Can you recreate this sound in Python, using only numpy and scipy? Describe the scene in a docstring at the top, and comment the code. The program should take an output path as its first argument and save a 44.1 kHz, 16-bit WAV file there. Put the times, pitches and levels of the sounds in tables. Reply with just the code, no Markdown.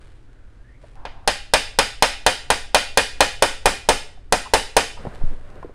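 """Faint rustle and skin squeaks in a small workshop, then a mallet tries a hand-held brass horn, close up.
Twelve sharp blows follow, a pause, and three more. Each knocks the damped tubing, cracks in the
thin wall, rings briefly in the room and overloads the input. Then the horn is shifted in the hands:
soft bumps, finger ticks, the rustle of a leather apron and the low rumble of the jolted microphone."""
import sys
import numpy as np
from scipy import signal
from scipy.fft import rfft, irfft
from scipy.io import wavfile

SR = 44100
rng = np.random.default_rng(int(sys.argv[2]) if len(sys.argv) > 2 else 0)


def persist_wave(psi):
    """Save psi, clipped to +-1, as 16-bit WAV."""
    counts = np.round(np.clip(psi, -1, 1) * 32767).astype(np.int16)
    wavfile.write(sys.argv[1], SR, np.atleast_2d(counts).T)


N = 253134

# Modes of the hand-damped horn, from the sway of its whole body up to the ring of the bell.
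# Each row: pitch in Hz, relative level in dB, time to fade by 60 dB (t60) in seconds.
HORN_MODES = [(35.8, -18, 0.22), (73, -23, 0.2), (189, -31.5, 0.19), (259.2, -19.5, 0.059),
              (306, -20.5, 0.088), (463.5, -18.5, .1), (524.3, -23.5, 0.2), (547.7, -11, 0.069),
              (618, -7, 0.079), (722.7, -10.5, 0.099), (794.5, -5, 0.05), (822, -25.5, 0.31),
              (897, -10, 0.067), (1024, -26.5, 0.08), (1120, -30.5, 0.03), (1380, -13, 0.045),
              (1475, -19.5, 0.075), (1617, -16, 0.061), (1713, -17.5, 0.082), (1843, -13, 0.076),
              (2004, -25, 0.1), (2453, -11.5, 0.063), (2760, -34.5, 0.4), (2997, -22, 0.22),
              (3150, -32, 0.32), (3538, -8.5, 0.028), (3710, -43, 0.094), (4077, -14, 0.028),
              (4190, -16.5, 0.061), (4780, -31, 0.3), (5080, -26.5, 0.21), (5520, -36, 0.14),
              (6210, -19.5, 0.062), (9010, -19.5, .08)]
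# Tone of the crowd of thin-wall modes. Each row: frequency in Hz, gain in dB.
CRACK_TONE = [(60, -1.5), (130, -16.5), (220, -0.5), (800, 13), (1250, 4.5), (2000, 0), (3200, 2.5),
              (5000, 11), (6000, 3.5), (7600, 3.5), (9900, 3), (11200, -9.5), (14000, -13), (16000, -44.5)]


def amp(db):
    """Decibels to gain."""
    return 10 ** (np.asarray(db) / 20)


def unit_rms(x):
    """Scales to rms 1."""
    return x / np.sqrt(np.mean(x ** 2) + 1e-20)


def decay(t, t60):
    """A fade of 60 dB every t60 seconds."""
    return np.exp(-np.log(1000) * t / t60)


def read(points, hz):
    """Joins (Hz, value) points on a log-frequency axis."""
    f, value = np.transpose(points)
    return np.interp(np.log(hz + 1), np.log(f + 1), value)


def add(mix, start, sound):
    """Mixes a sound in at start seconds."""
    part = mix[round(start * SR):][:len(sound)]
    part += sound[:len(part)]


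def noise(tone):
    """Steady noise of rms 1, shaped by (Hz, dB) points."""
    gain = amp(read(tone, np.fft.rfftfreq(N, 1 / SR)))
    return unit_rms(irfft(rfft(rng.standard_normal(N)) * gain, N))


def coloured(x, tone, size=4096):
    """Minimum-phase EQ through (Hz, dB) points."""
    log_gain = np.log(amp(read(tone, abs(np.fft.fftfreq(size, 1 / SR)))))
    taps = np.fft.ifft(np.exp(np.conj(signal.hilbert(log_gain)))).real[:size // 2]
    return signal.fftconvolve(x, taps)[:len(x)]


def dense_ring(t, t60s, size=256):
    """Dense random ringing in which each band dies at its own speed."""
    hz, times, bands = signal.stft(rng.choice([-1., 1.], len(t)), SR, nperseg=size)
    bands = bands * decay(times, read(t60s, hz)[:, None])
    return signal.istft(bands, SR, nperseg=size)[1][:len(t)]


def resonate(x, hz, width_hz):
    """A resonance of gain 1 that follows the curve hz."""
    turn = np.exp(2j * np.pi * np.cumsum(hz) / SR)
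    pole = np.exp(-np.pi * width_hz / SR)
    return 2 * (turn * signal.lfilter([1 - pole], [1, -pole], x / turn)).real


def still_air(level_db=-43):
    """The dark, steady room tone of the shop."""
    # Each row: frequency in Hz, relative level in dB.
    air_tone = [(25, 5.5), (60, 0), (90, -7), (120, -5.5), (170, -23.5), (270, -16.5), (700, -30.5),
                (1100, -34.5), (1700, -36), (3000, -42), (9500, -54), (16000, -77.5)]
    return amp(level_db) * noise(air_tone)


def microphone_rumble(start_s=0.91, rumble_db=-36, jolt_s=5.21, jolt_db=-7.5, rock_hz=13.5):
    """The moving microphone rumbles evenly, and rocks a few times after one jolt."""
    # Mostly sub-bass. Each row: frequency in Hz, relative level in dB.
    rumble_tone = [(4, -8), (12, 1), (25, -15), (45, -21), (80, -26.5), (160, -54), (400, -67),
                   (1500, -100)]
    t = np.arange(N) / SR
    fade_in = np.clip((t - start_s) / 0.045, 0, 1)
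    since_jolt = np.maximum(t - jolt_s, 0)
    swell = since_jolt / 0.04  # the jolt peaks after 40 ms
    rocking = swell * np.exp(1 - swell) * np.sin(2 * np.pi * rock_hz * since_jolt)
    return amp(rumble_db) * fade_in * noise(rumble_tone) + amp(jolt_db) * rocking


def apron_rustle(attack_s=0.014, release_db_per_s=60, grains_per_s=900):
    """Each arm movement swells, holds and dies away, with rubbing hands and tiny creases of leather."""
    # Arm movements. Each row: start and length in seconds, rub level in dB, crease level in dB.
    moves = [(0, 0.031, -56, -57.5), (0.804, .04, -56, -59.5), (4.98, 0.16, -41, -58),
             (5.123, 0.21, -45, -57.5), (5.436, 0.17, -46.5, -65)]
    # The soft rub and the crisp creases. Each row: frequency in Hz, relative level in dB.
    rub_tone = [(60, 2.5), (150, 1.5), (300, -6.5), (500, -1.5), (900, -9.5), (1600, -11.5), (2400, -22),
                (4600, -32), (6000, -37.5), (9000, -35), (11500, -46.5), (16000, -53.5)]
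    crease_tone = [(300, -13.5), (1500, 9), (4300, -1), (6000, -9), (9500, -6), (11500, -24),
                   (16000, -44.5)]
    t = np.arange(N) / SR
    rub, crease = amp(-64), amp(-71)  # while the horn is only held
    for start, length, rub_db, crease_db in moves:
        release = amp(-release_db_per_s * np.maximum(t - start - length, 0))
        motion = np.clip((t - start) / attack_s, 0, 1) * release
        rub = np.maximum(rub, amp(rub_db) * motion)
        crease = np.maximum(crease, amp(crease_db) * motion)
    clicks = (rng.random(N) < grains_per_s / SR) * rng.choice([-1, 1], N)
    grains = clicks * amp(1.5 * np.minimum(rng.exponential(1, N), 4))  # a few stand out, by up to 6 dB
    return noise(rub_tone) * rub + unit_rms(coloured(grains, crease_tone)) * crease


def workshop_reverb(x, build_s=0.01, drift_hz=1.3, patterns=5):
    """A short bright tail whose pattern changes as horn and arm move."""
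    # Tone of the room. Each row: frequency in Hz, return level in dB.
    room_tone = [(120, -11.5), (400, -18), (750, -22), (1400, -12), (3000, -6), (5000, -12.5), (9500, -12),
                 (14000, -11.5)]
    # Length of its tail. Each row: frequency in Hz, t60 in seconds.
    room_t60 = [(150, 0.33), (500, 0.5), (1200, 0.43), (2800, 0.46), (6000, 0.39), (9500, 0.34),
                (14000, 0.27)]
    t, out = np.arange(SR * 3 // 4) / SR, np.zeros(N)
    turn = 2 * np.pi * drift_hz * np.arange(N) / SR
    sends = np.array([np.maximum(np.cos(turn + 2 * np.pi * k / patterns), 0) for k in range(patterns)])
    for send in sends / np.linalg.norm(sends, axis=0):  # equal-power crossfade from tail to tail
        tail = dense_ring(t, room_t60) * (1 - np.exp(-t / build_s))
        tail = coloured(tail / np.linalg.norm(tail), room_tone)
        out += signal.fftconvolve(x * send, tail)[:N]
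    return out


def with_reflections(x):
    """The direct sound and its slap off the nearest surfaces."""
    # Bench, tool chest and floor. Each row: delay in seconds, gain in dB.
    reflections = [(.0105, -16.5), (0.0171, -30), (.0275, -35.5)]
    out = x.copy()
    for delay, db in reflections:
        add(out, delay, amp(db) * x)
    return out


def skin_squeaks(fade_s=0.011):
    """Skin slides along the tube: hoarse friction noise in one gliding resonance."""
    # Each row: start and length in seconds, level in dB, first pitch, last pitch and bandwidth in Hz.
    slides = [(0.251, .38, -68.5, 1460, 1530, 400), (0.639, 0.14, -62.5, 1620, 2230, 260),
              (0.953, 0.31, -51.5, 800, 757, 600), (4.452, 0.03, -34.5, 970, 910, 220),
              (4.965, 0.025, -40.5, 785, 877, 380), (5.3, 0.052, -43.5, 280, 240, 300),
              (5.548, 0.044, -43.5, 464, 443, 300)]
    out = np.zeros(N)
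    for start, length, db, from_hz, to_hz, width_hz in slides:
        t = np.arange(0, length, 1 / SR)
        hz = np.interp(t, [0, length], [from_hz, to_hz])
        friction = rng.standard_normal(SR)[:len(t)]
        squeak = resonate(resonate(friction, hz, width_hz), hz, width_hz)
        pressure = np.minimum(np.minimum(t, length - t) / fade_s, 1)
        add(out, start, amp(db) * pressure * unit_rms(squeak))
    return out


def finger_ticks(t60_s=0.013):
    """A fingertip catches on the brass: a very short, bright click."""
    # Each row: start in seconds, level in dB.
    ticks = [(.331, -56), (0.955, -49), (5.149, -43.5), (5.156, -45), (5.502, -52), (5.556, -50),
             (5.629, -55)]
    # Their tone. Each row: frequency in Hz, relative level in dB.
    tick_tone = [(300, -26), (1500, 6), (4000, 5), (9500, -3.5), (12000, -13), (16000, -28)]
    t, out = np.arange(SR // 10) / SR, np.zeros(N)
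    for start, db in ticks:
        burst = unit_rms(coloured(rng.standard_normal(len(t)), tick_tone))
        add(out, start, amp(db) * burst * decay(t, t60_s))
    return out


def hand_bumps(push_db=4, scuff_rise_s=0.001, scuff_t60_s=0.044):
    """Hands and horn meet dully: a push and a short scuff in one broad resonance."""
    # Each row: start in seconds, level in dB, centre frequency in Hz.
    bumps = [(.838, -39, 600), (4.174, -44, 625), (5.052, -21, 517), (5.07, -19, 133), (5.069, -26, 710),
             (5.213, -31.5, 755), (5.237, -20.5, 108), (5.628, -31, 937), (5.646, -30.5, 395),
             (5.694, -34.5, 490)]
    t, out = np.arange(SR // 2) / SR, np.zeros(N)
    f = np.fft.rfftfreq(len(t), 1 / SR)
    for start, db, hz in bumps:
        width_hz = 0.59 * hz
        resonance = 1 / (1 + (2 * (f - hz) / width_hz) ** 2)
        friction = unit_rms(irfft(resonance * np.exp(2j * np.pi * rng.random(len(f))), len(t)))
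        scuff = friction * (1 - np.exp(-t / scuff_rise_s)) * decay(t, scuff_t60_s)
        push = amp(push_db) * np.exp(-np.pi * width_hz * t) * np.sin(2 * np.pi * hz * t)
        add(out, start, amp(db) * (push + scuff))
    return out


def wall_crack(t):
    """The thin brass wall rings densely and briefly."""
    # Damping of the wall. Each row: frequency in Hz, t60 in seconds.
    wall_t60 = [(150, 0.3), (700, 0.057), (2000, 0.26), (4500, 0.03), (9000, 0.038), (15000, 0.018)]
    return coloured(dense_ring(t, wall_t60), CRACK_TONE)


def tubing_ring(t, phase, scatter_db=2.0, detune=0.003):
    """The tubing's modes; grip and striking point shift them a little from blow to blow."""
    hz, db, t60 = np.transpose(HORN_MODES)[:, :, None]
    level_shift, pitch_shift = rng.standard_normal((2, len(HORN_MODES), 1))
    partials = np.sin(2 * np.pi * hz * (1 + detune * pitch_shift) * t + phase[:, None])
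    return (amp(db + scatter_db * level_shift) * decay(t, t60) * partials).sum(0)


def blow_tone(force_db, place, full_force_hz=20000, octaves_per_db=0.103):
    """EQ points for a blow: the place sets its colour; a lighter one stays in contact longer, so is duller."""
    # A stiff, bright spot and a slack, thudding one. Each row: frequency in Hz, gain in dB.
    stiff_tone = [(130, -4), (350, -6), (580, 4), (880, -1), (1400, 0.5), (4000, 0.5), (7500, 0.5)]
    slack_tone = [(130, 0), (350, 3.5), (580, 4), (880, 2.5), (1400, -0.5), (4000, -6), (7500, 1)]
    hz = np.geomspace(100, SR / 2, 60)
    place_db = (1 - place) * read(stiff_tone, hz) + place * read(slack_tone, hz)
    corner_hz = full_force_hz * 2 ** (octaves_per_db * force_db)
    rolloff = 1 / (1 + (hz / corner_hz) ** 5.5)
    hard_edge = amp(-22) ** 2  # even a light touch keeps a little treble
    return np.column_stack([hz, place_db + 10 * np.log10(rolloff + hard_edge)])


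def mallet_blows(crack_db=-5, snap_db=18, shared_crack=0.6, contact_s=0.0005):
    """Every blow wakes nearly the same ringing. Gives the direct sound and the reverb send."""
    # Each row: start in seconds, force in dB, place on the tubing from 0 (stiff) to 1 (slack).
    blows = [(1.0521, -23, 0.53), (1.2755, -5, 0.12), (1.5365, -1.5, 0.055), (1.7877, -2, 0.26),
             (2.0234, -1.5, 0.081), (2.2639, -2, 0.14), (2.5023, -3.5, .45), (2.7456, -1, 0.076),
             (2.9732, -1, 0.24), (3.2055, -1, 0.43), (3.423, -1.5, .6), (3.6567, -1, 0.67),
             (3.8885, -1, 0.76), (4.3238, -3, 0.84), (4.5363, -1, 0.62), (4.7663, -0.5, 0.73)]
    t, direct, send = np.arange(SR // 2) / SR, np.zeros(N), np.zeros(N)
    # The low modes start in step, so they beat into a double knock; the higher ones start scattered.
    is_high = np.array(HORN_MODES)[:, 0] > 1100
    phase = rng.uniform(0, 2 * np.pi, len(HORN_MODES)) * is_high
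    attack = 1 - np.exp(-t / contact_s)
    common_crack = wall_crack(t)
    # Summed over all directions, much of the ringing blends into one smooth snap.
    snap = amp(snap_db) * coloured(signal.unit_impulse(len(t)), CRACK_TONE)
    for start, force_db, place in blows:
        tone = blow_tone(force_db, place)
        ring = tubing_ring(t, phase)
        crack = np.sqrt(shared_crack) * common_crack + np.sqrt(1 - shared_crack) * wall_crack(t)
        hit = (ring + amp(crack_db) * crack) * attack
        add(direct, start, amp(force_db) * coloured(hit, tone))
        add(send, start, amp(force_db) * coloured(0.7 * hit + snap, tone))
    return direct, send


def scene():
    """Blows and small touches in the room, over rustle, rumble and still air."""
    blows, blow_send = mallet_blows()
    touches = hand_bumps() + skin_squeaks() + finger_ticks()
    horn_in_room = with_reflections(blows + touches) + workshop_reverb(blow_send + touches)
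    return (horn_in_room + apron_rustle() + microphone_rumble() + still_air())[None]


def record(dry, ceiling=0.72, knee=4, cutoff_hz=16200):
    """The attack of each hard blow overloads the input; a steep low-pass trims the very top."""
    clipped = dry / (1 + abs(dry / ceiling) ** knee) ** (1 / knee)
    lowpass = signal.firwin(201, cutoff_hz, window=("kaiser", 8), fs=SR)
    return signal.oaconvolve(clipped, lowpass[None], "same")


dry = scene()
out = record(dry)
persist_wave(out)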